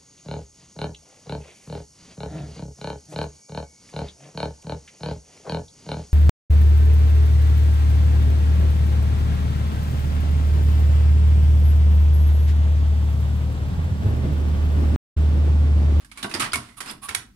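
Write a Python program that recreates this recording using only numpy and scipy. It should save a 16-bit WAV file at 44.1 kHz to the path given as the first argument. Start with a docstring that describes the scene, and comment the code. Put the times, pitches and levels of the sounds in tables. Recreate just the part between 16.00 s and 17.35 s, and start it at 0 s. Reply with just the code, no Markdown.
"""Light plastic ticks and a faint scrape come first, then loud clacks: a hand rocks a toner cartridge
in the open bay of a desktop printer, close to a stereo microphone in a small, quiet room.
Edges strike the shell, the hollow cartridge knocks on its seat, the chassis thumps the desk and a
small spring pings. In between, the cartridge scrapes and squeaks along its guides; at last it snaps
home. The treble sits to the right, with short reflections and a low room rumble behind it."""
import sys
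import numpy as np
from scipy import signal
from scipy.fft import rfft, irfft
from scipy.io import wavfile
from scipy.ndimage import uniform_filter1d

SR = 44100
rng = np.random.default_rng(int(sys.argv[2]) if len(sys.argv) > 2 else 0)


def bounce(signal):
    """Save signal as a 16-bit WAV file at the path given by the first command-line argument."""
    frames = np.transpose(np.atleast_2d(signal))
    limited = np.clip(frames, -1, 1)
    pcm = np.round(limited * 32767).astype(np.int16)
    wavfile.write(sys.argv[1], SR, pcm)


N = 59535
T = np.arange(N) / SR
HZ = np.maximum(np.arange(N + 1) * SR / (2 * N), 1)
ATTACK_S = .0018  # rise of plastic and spring contacts


# Colour of the plastic shell: f/Hz, relative level/dB
SHELL_COLOUR = [(60, -10.5), (150, -8), (210, -3.5), (330, -3.5), (410, -5), (560, -6.5), (780, -3.5),
                (950, -1), (1250, 0), (1750, -2), (2300, -2), (3100, -4), (5000, -8), (6400, -13),
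                (8000, -11), (9700, -6.5), (10800, -16.5), (13000, -23), (15000, -37), (16500, -41)]
# Contacts in the bay: t/s, level/dB, lows/dB, treble/dB, t60/s, struck part's note f/Hz, its lift/dB
PLASTIC_CONTACTS = [(0.046, -48.5, -13, 11, 0.067, 1630, 12.5), (0.095, -63, -11, 8, 0.054, 2160, 18),
                    (0.114, -37.5, -25, 1.5, 0.075, 2220, 6), (0.1736, -38, -19, 8.5, 0.085, 2340, 12),
                    (0.186, -48, 3, 6, 0.18, 2310, 11), (0.2271, -28.5, -5, 5.5, 0.11, 3680, 14.5),
                    (0.243, -21.5, 4, -38, 0.058, 780, 7.5), (0.294, -40, -3, 4.5, 0.27, 1300, -5),
                    (0.311, -33.5, -10, -2, 0.1, 2550, 7.5), (0.3384, -23.5, -0.5, 2, 0.1, 5050, 14),
                    (0.35, -31.5, 7, -4, 0.21, 1850, 8.5), (0.396, -25.5, -1, 5.5, 0.1, 1280, 12),
                    (0.4, -22.5, -8.5, 8.5, 0.14, 2200, 5.5), (0.4185, -19.5, -23, -10, 0.15, 1252, 9),
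                    (0.443, -26, -5, -4, 0.11, 1970, 9), (0.46, -25, -11, -16, 0.034, 1320, -10),
                    (.52, -38, 9, 1, .04, 3140, 19.5), (0.5317, -20.5, -9, 5, 0.044, 1404, 10),
                    (0.536, -27, -18, 9, 0.12, 2210, 20), (0.5422, -35.5, -36, 21, 0.033, 2280, 27.5),
                    (0.5547, -22, 1, 7, 0.036, 2200, 7), (0.686, -53.5, -6, 5, 0.36, 2050, 12.5),
                    (.8035, -30, -4, 6.5, 0.11, 1770, 6.5), (.859, -40, 0, 13, 0.026, 2370, 10),
                    (0.898, -37, -8, 2, 0.1, 3500, 14.5), (0.909, -48.5, 8.5, 27, 0.06, 1170, -5),
                    (1.0861, -30.5, -14, 1.5, 0.08, 1360, 12.5), (1.0899, -28.5, -18, 11, 0.036, 2220, 19),
                    (1.108, -25.5, -17.5, -14, 0.028, 2300, 3), (1.147, -17.5, -17, 9.5, 0.036, 2130, 7)]
def clacks(lows_hz=584, treble_hz=5600, note_spread=.4):
    """Edges excite dense, damped shell modes. 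Returns the direct sound and a plainer one that spreads."""
    lows = 1 / (1 + (HZ / lows_hz) ** 3)
    treble = 1 / (1 + (treble_hz / HZ) ** 3)
    direct, spread = 0, 0
    for start, db, lows_db, treble_db, t60, note_hz, lift_db in PLASTIC_CONTACTS:
        burst = stereo_noise() * grains() * struck(start, ATTACK_S, t60)
        body_db = unit_power(SHELL_COLOUR) + db + lows_db * lows + treble_db * treble
        note_db = lift_db * resonance(note_hz, relative_width=.07)
        direct += colour(burst, body_db + note_db)
        spread += colour(burst, body_db + note_spread * note_db)
    return direct, spread


# The shell's longer rings: f/Hz, relative level/dB, t60/s
PANEL_MODES = [(1160, -22, .25), (1262, -22, .25), (1365, -23, .24), (2100, -25, .2), (2240, -26, .2),
               (2288, -24, .22), (2417, -25, .2), (9200, -24, .14)]
def shell_rings(drive):
    """A few panel modes ring on after the contacts."""
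    response = sum(from_db(db) * stereo_sine(hz) * struck(0, ATTACK_S, t60)
                   for hz, db, t60 in PANEL_MODES)
    return from_db(-45.5) * signal.fftconvolve(drive, response, axes=1)[:, :N]


# Cartridge against its seat: t/s, level/dB, f/Hz, t60/s
SEAT_KNOCKS = [(.229, -35.5, 222, 0.3), (.244, -27, 203, 0.12), (.34, -30.5, 216, 0.052),
               (.349, -24.5, 339.4, 0.062), (.398, -32, 303, 0.1), (.56, -39, 236.3, 0.38),
               (.9, -44, 206, 0.54)]
def knocks():
    """Each knock wakes one low mode of the hollow cartridge, dead centre at the microphone."""
    return bumps(SEAT_KNOCKS, attack_s=.0033)


# Chassis against the desk: t/s, level/dB, f/Hz, t60/s
DESK_THUMPS = [(.02, -49.5, 46, 0.73), (.238, -40, 99.6, 0.14), (.34, -37.5, 90, 0.18),
               (.42, -31.5, 118.4, .17), (.531, -33, 81.4, 0.27), (.575, -35, 122.3, 0.22),
               (1.09, -38.5, 84, .1), (1.163, -39.5, 91.4, .18), (1.185, -42, 117.5, 0.14)]
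def thumps():
    """The heavy chassis bumps the desk, one soft bass note at a time."""
    return bumps(DESK_THUMPS, attack_s=.012)


# Flicks of the spring: t/s, level/dB
SPRING_FLICKS = [(.339, -31.5), (0.5185, -38.5), (0.896, -40.5)]
# Its modes: f/Hz, relative level/dB, t60/s
SPRING_NOTES = [(4720, 9.5, 0.021), (4960, 8, 0.022), (5260, -4, 0.035)]
def pings():
    """The flicked spring rings in short, high notes."""
    return sum(from_db(db + mode_db) * stereo_sine(hz) * struck(start, ATTACK_S, t60)
               for start, db in SPRING_FLICKS for hz, mode_db, t60 in SPRING_NOTES)


# Slides along the guides: t/s, length/s, level/dB
GUIDE_SLIDES = [(-.02, 0.068, -54.5), (0.151, 0.088, -44.5), (0.565, 0.15, -49), (0.842, 0.097, -37.5),
                (1.063, 0.095, -43.5), (1.188, .07, -53)]
def scrapes():
    """Grainy friction sounds through the shell."""
    pressure = sum(from_db(db) * stroke(start, length) for start, length, db in GUIDE_SLIDES)
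    return colour(stereo_noise() * grains() * pressure, unit_power(SHELL_COLOUR))


# Squeaks on the guides: t/s, length/s, rasp level/dB, tone level/dB, first slip f/Hz, last slip f/Hz
GUIDE_SQUEAKS = [(0.766, 0.036, -40, -45.5, 1400, 960), (1.016, 0.063, -36.5, -40, 1090, 1170)]
# Colour of the rasp: f/Hz, relative level/dB
RASP_COLOUR = [(400, -26), (850, -6.5), (1300, -5), (1800, -13), (3000, -9), (6500, -19), (8600, -9),
               (9900, 2.5), (11000, -12.5), (14000, -22), (16500, -33)]
def squeaks(rasp_depth=.55):
    """Plastic sticks and slips in an unsteady tone; each slip lets out a puff of bright rasp."""
    tones, rasp = 0, 0
    for start, length, rasp_db, tone_db, first_hz, last_hz in GUIDE_SQUEAKS:
        slip_hz = np.interp(T, [start, start + length], [first_hz, last_hz])
        slip = unsteady_tone(slip_hz, jitter=.025)
        swell = stroke(start, length)
        tones += from_db(tone_db) * swell * slip
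        rasp += from_db(rasp_db) * swell * (1 + rasp_depth * slip) * stereo_noise()
    return tones + colour(rasp, unit_power(RASP_COLOUR))


# The guide's whistle: t/s, length/s, level/dB, f/Hz
GUIDE_WHISTLE = (.872, .04, -41, 5150)
def whistle():
    """Friction feeds one thin, high tone during a slide."""
    start, length, db, hz = GUIDE_WHISTLE
    return from_db(db) * stroke(start, length) * unsteady_tone(hz, jitter=.0077)


# Decay of the small room: f/Hz, t60/s
ROOM_DECAY = [(100, 0.92), (250, 0.4), (600, 0.29), (2000, 0.27), (5000, 0.24), (10000, 0.21),
              (16000, 0.16)]
# Strength of its reflections: f/Hz, level/dB relative to the sound sent in
ROOM_GAIN = [(80, 1.5), (250, 4), (700, -3.5), (2000, -7), (5000, -7), (10000, -9)]
def room(sound, bands=12, delay_s=.0039, build_s=.0046):
    """Diffuse reflections of bay and room reach the microphone just late and die band by band."""
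    noise = rfft(stereo_noise(), 2 * N)
    centres_hz = np.geomspace(60, 16000, bands)
    response = 0
    for hz, weights in zip(centres_hz, np.eye(bands)):
        band = irfft(noise * np.interp(np.log(HZ), np.log(centres_hz), weights))[:, :N]
        tail = struck(delay_s, build_s, at_hz(ROOM_DECAY, hz))
        tail /= np.sqrt(np.sum(tail ** 2))
        response += band * tail * from_db(at_hz(ROOM_GAIN, hz))
    mono = sound.sum(axis=0, keepdims=True) / np.sqrt(2)
    return signal.fftconvolve(mono, response, axes=1)[:, :N]


# Colour of the quiet room: f/Hz, relative level/dB
RUMBLE_COLOUR = [(20, -33), (48, 7), (75, -5.5), (110, 2.5), (155, -10), (220, 0.5), (320, -11.5),
                 (480, -36), (1500, -28), (5000, -30), (10000, -34), (16000, -38)]
def room_tone(level_db=-55.5):
    """A faint, steady rumble lies under everything."""
    return from_db(level_db) * colour(stereo_noise(), unit_power(RUMBLE_COLOUR))


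# Balance at the microphone for a share of 1: f/Hz, left minus right level/dB
MIC_BALANCE = [(400, 0), (1200, -2.5), (2100, -8.5), (4500, -3.5), (6500, -4.5), (9200, -14.5), (15000, -9)]
def lean_right(sound, share):
    """The treble reaches the right side more strongly."""
    lean_db = share * at_hz(MIC_BALANCE)
    mean_db = 10 * np.log10((1 + from_db(lean_db) ** 2) / 2)
    return np.array([colour(sound[0], lean_db - mean_db), colour(sound[1], -mean_db)])


# Stereo width at the microphone: f/Hz, side minus mid level/dB
MIC_WIDTH = [(60, -22), (160, -15), (280, -9), (480, 0), (1200, -3.5), (2000, 0), (9000, 0)]
def stereo_noise():
    """White noise, alike on both sides in the bass and unrelated in the treble."""
    side_power = from_db(at_hz(MIC_WIDTH)) ** 2
    mid, side = rfft(rng.standard_normal((2, 2 * N)))
    side *= np.sqrt(side_power)
    return irfft(np.array([mid + side, mid - side]) / np.sqrt(1 + side_power))[:, :N]


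def stereo_sine(hz):
    """A sine with a random phase on each side."""
    return np.sin(2 * np.pi * hz * T + rng.uniform(0, 2 * np.pi, (2, 1)))


def unsteady_tone(hz, jitter, samples=40):
    """A sine whose pitch wavers from one millisecond to the next."""
    wobble = uniform_filter1d(rng.standard_normal(N), samples) * np.sqrt(samples)
    return np.sin(2 * np.pi * np.cumsum(hz * (1 + jitter * wobble)) / SR)


def bumps(contacts, attack_s):
    """Soft, heavy contacts, each waking one low mode."""
    return sum(from_db(db) * np.sin(2 * np.pi * hz * (T - start)) * struck(start, attack_s, t60)
               for start, db, hz, t60 in contacts)


def grains(spread_db=2, samples=30):
    """Uneven strength of the tiny contacts between two surfaces; rms 1."""
    grain_db = spread_db * rng.standard_normal(N // samples + 1)
    gain = from_db(np.interp(np.arange(N) / samples, np.arange(len(grain_db)), grain_db))
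    return gain / np.sqrt(np.mean(gain ** 2))


def struck(start, attack, t60):
    """Quick rise, then exponential decay."""
    rise = np.clip((T - start) / attack, 0, 1)
    return rise * from_db(-60 * np.maximum(T - start - attack, 0) / t60)


def stroke(start, length):
    """Smooth swell and fade of a sliding move."""
    return np.sin(np.pi * np.clip((T - start) / length, 0, 1))


def resonance(hz, relative_width):
    """Bell curve around one pitch; 1 on top."""
    return 1 / (1 + (np.log(HZ / hz) / relative_width) ** 2)


def colour(sound, db):
    """Causal (minimum-phase) filter with the given gain at each frequency."""
    cepstrum = irfft(np.log(from_db(db)))
    cepstrum[1:N] *= 2
    cepstrum[N + 1:] = 0
    return irfft(rfft(sound, 2 * N) * np.exp(rfft(cepstrum)))[..., :N]


def unit_power(points):
    """A spectrum in dB that keeps the power of white noise."""
    db = at_hz(points)
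    return db - 10 * np.log10(np.mean(from_db(db) ** 2))


def at_hz(points, hz=HZ):
    """Read a table on a log-frequency axis."""
    table_hz, values = np.transpose(points)
    return np.interp(np.log(hz), np.log(table_hz), values)


def from_db(db):
    """Decibels to gain."""
    return 10 ** (np.asarray(db) / 20)


def scene():
    """At the microphone: the printer close up, its reflections and the room tone behind."""
    direct, spread = clacks()
    sliding = scrapes()
    rings = shell_rings(spread + sliding)
    small_parts = pings() + squeaks() + whistle()
    # spring and guides excite the room less than the shell does
    reflections = room(spread + sliding + rings + .55 * small_parts)
    printer = lean_right(direct + sliding + rings + small_parts, share=.94) + knocks() + thumps()
    return printer + lean_right(reflections, share=.69) + room_tone()


def record(dry, peak_limit=.6, cutoff_hz=16300):
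    """The highest peaks are rounded and the top is cut steeply."""
    rounded = peak_limit * np.tanh(dry / peak_limit)
    return signal.sosfilt(signal.cheby2(16, 60, cutoff_hz, fs=SR, output="sos"), rounded)


dry = scene()
out = record(dry)
bounce(out)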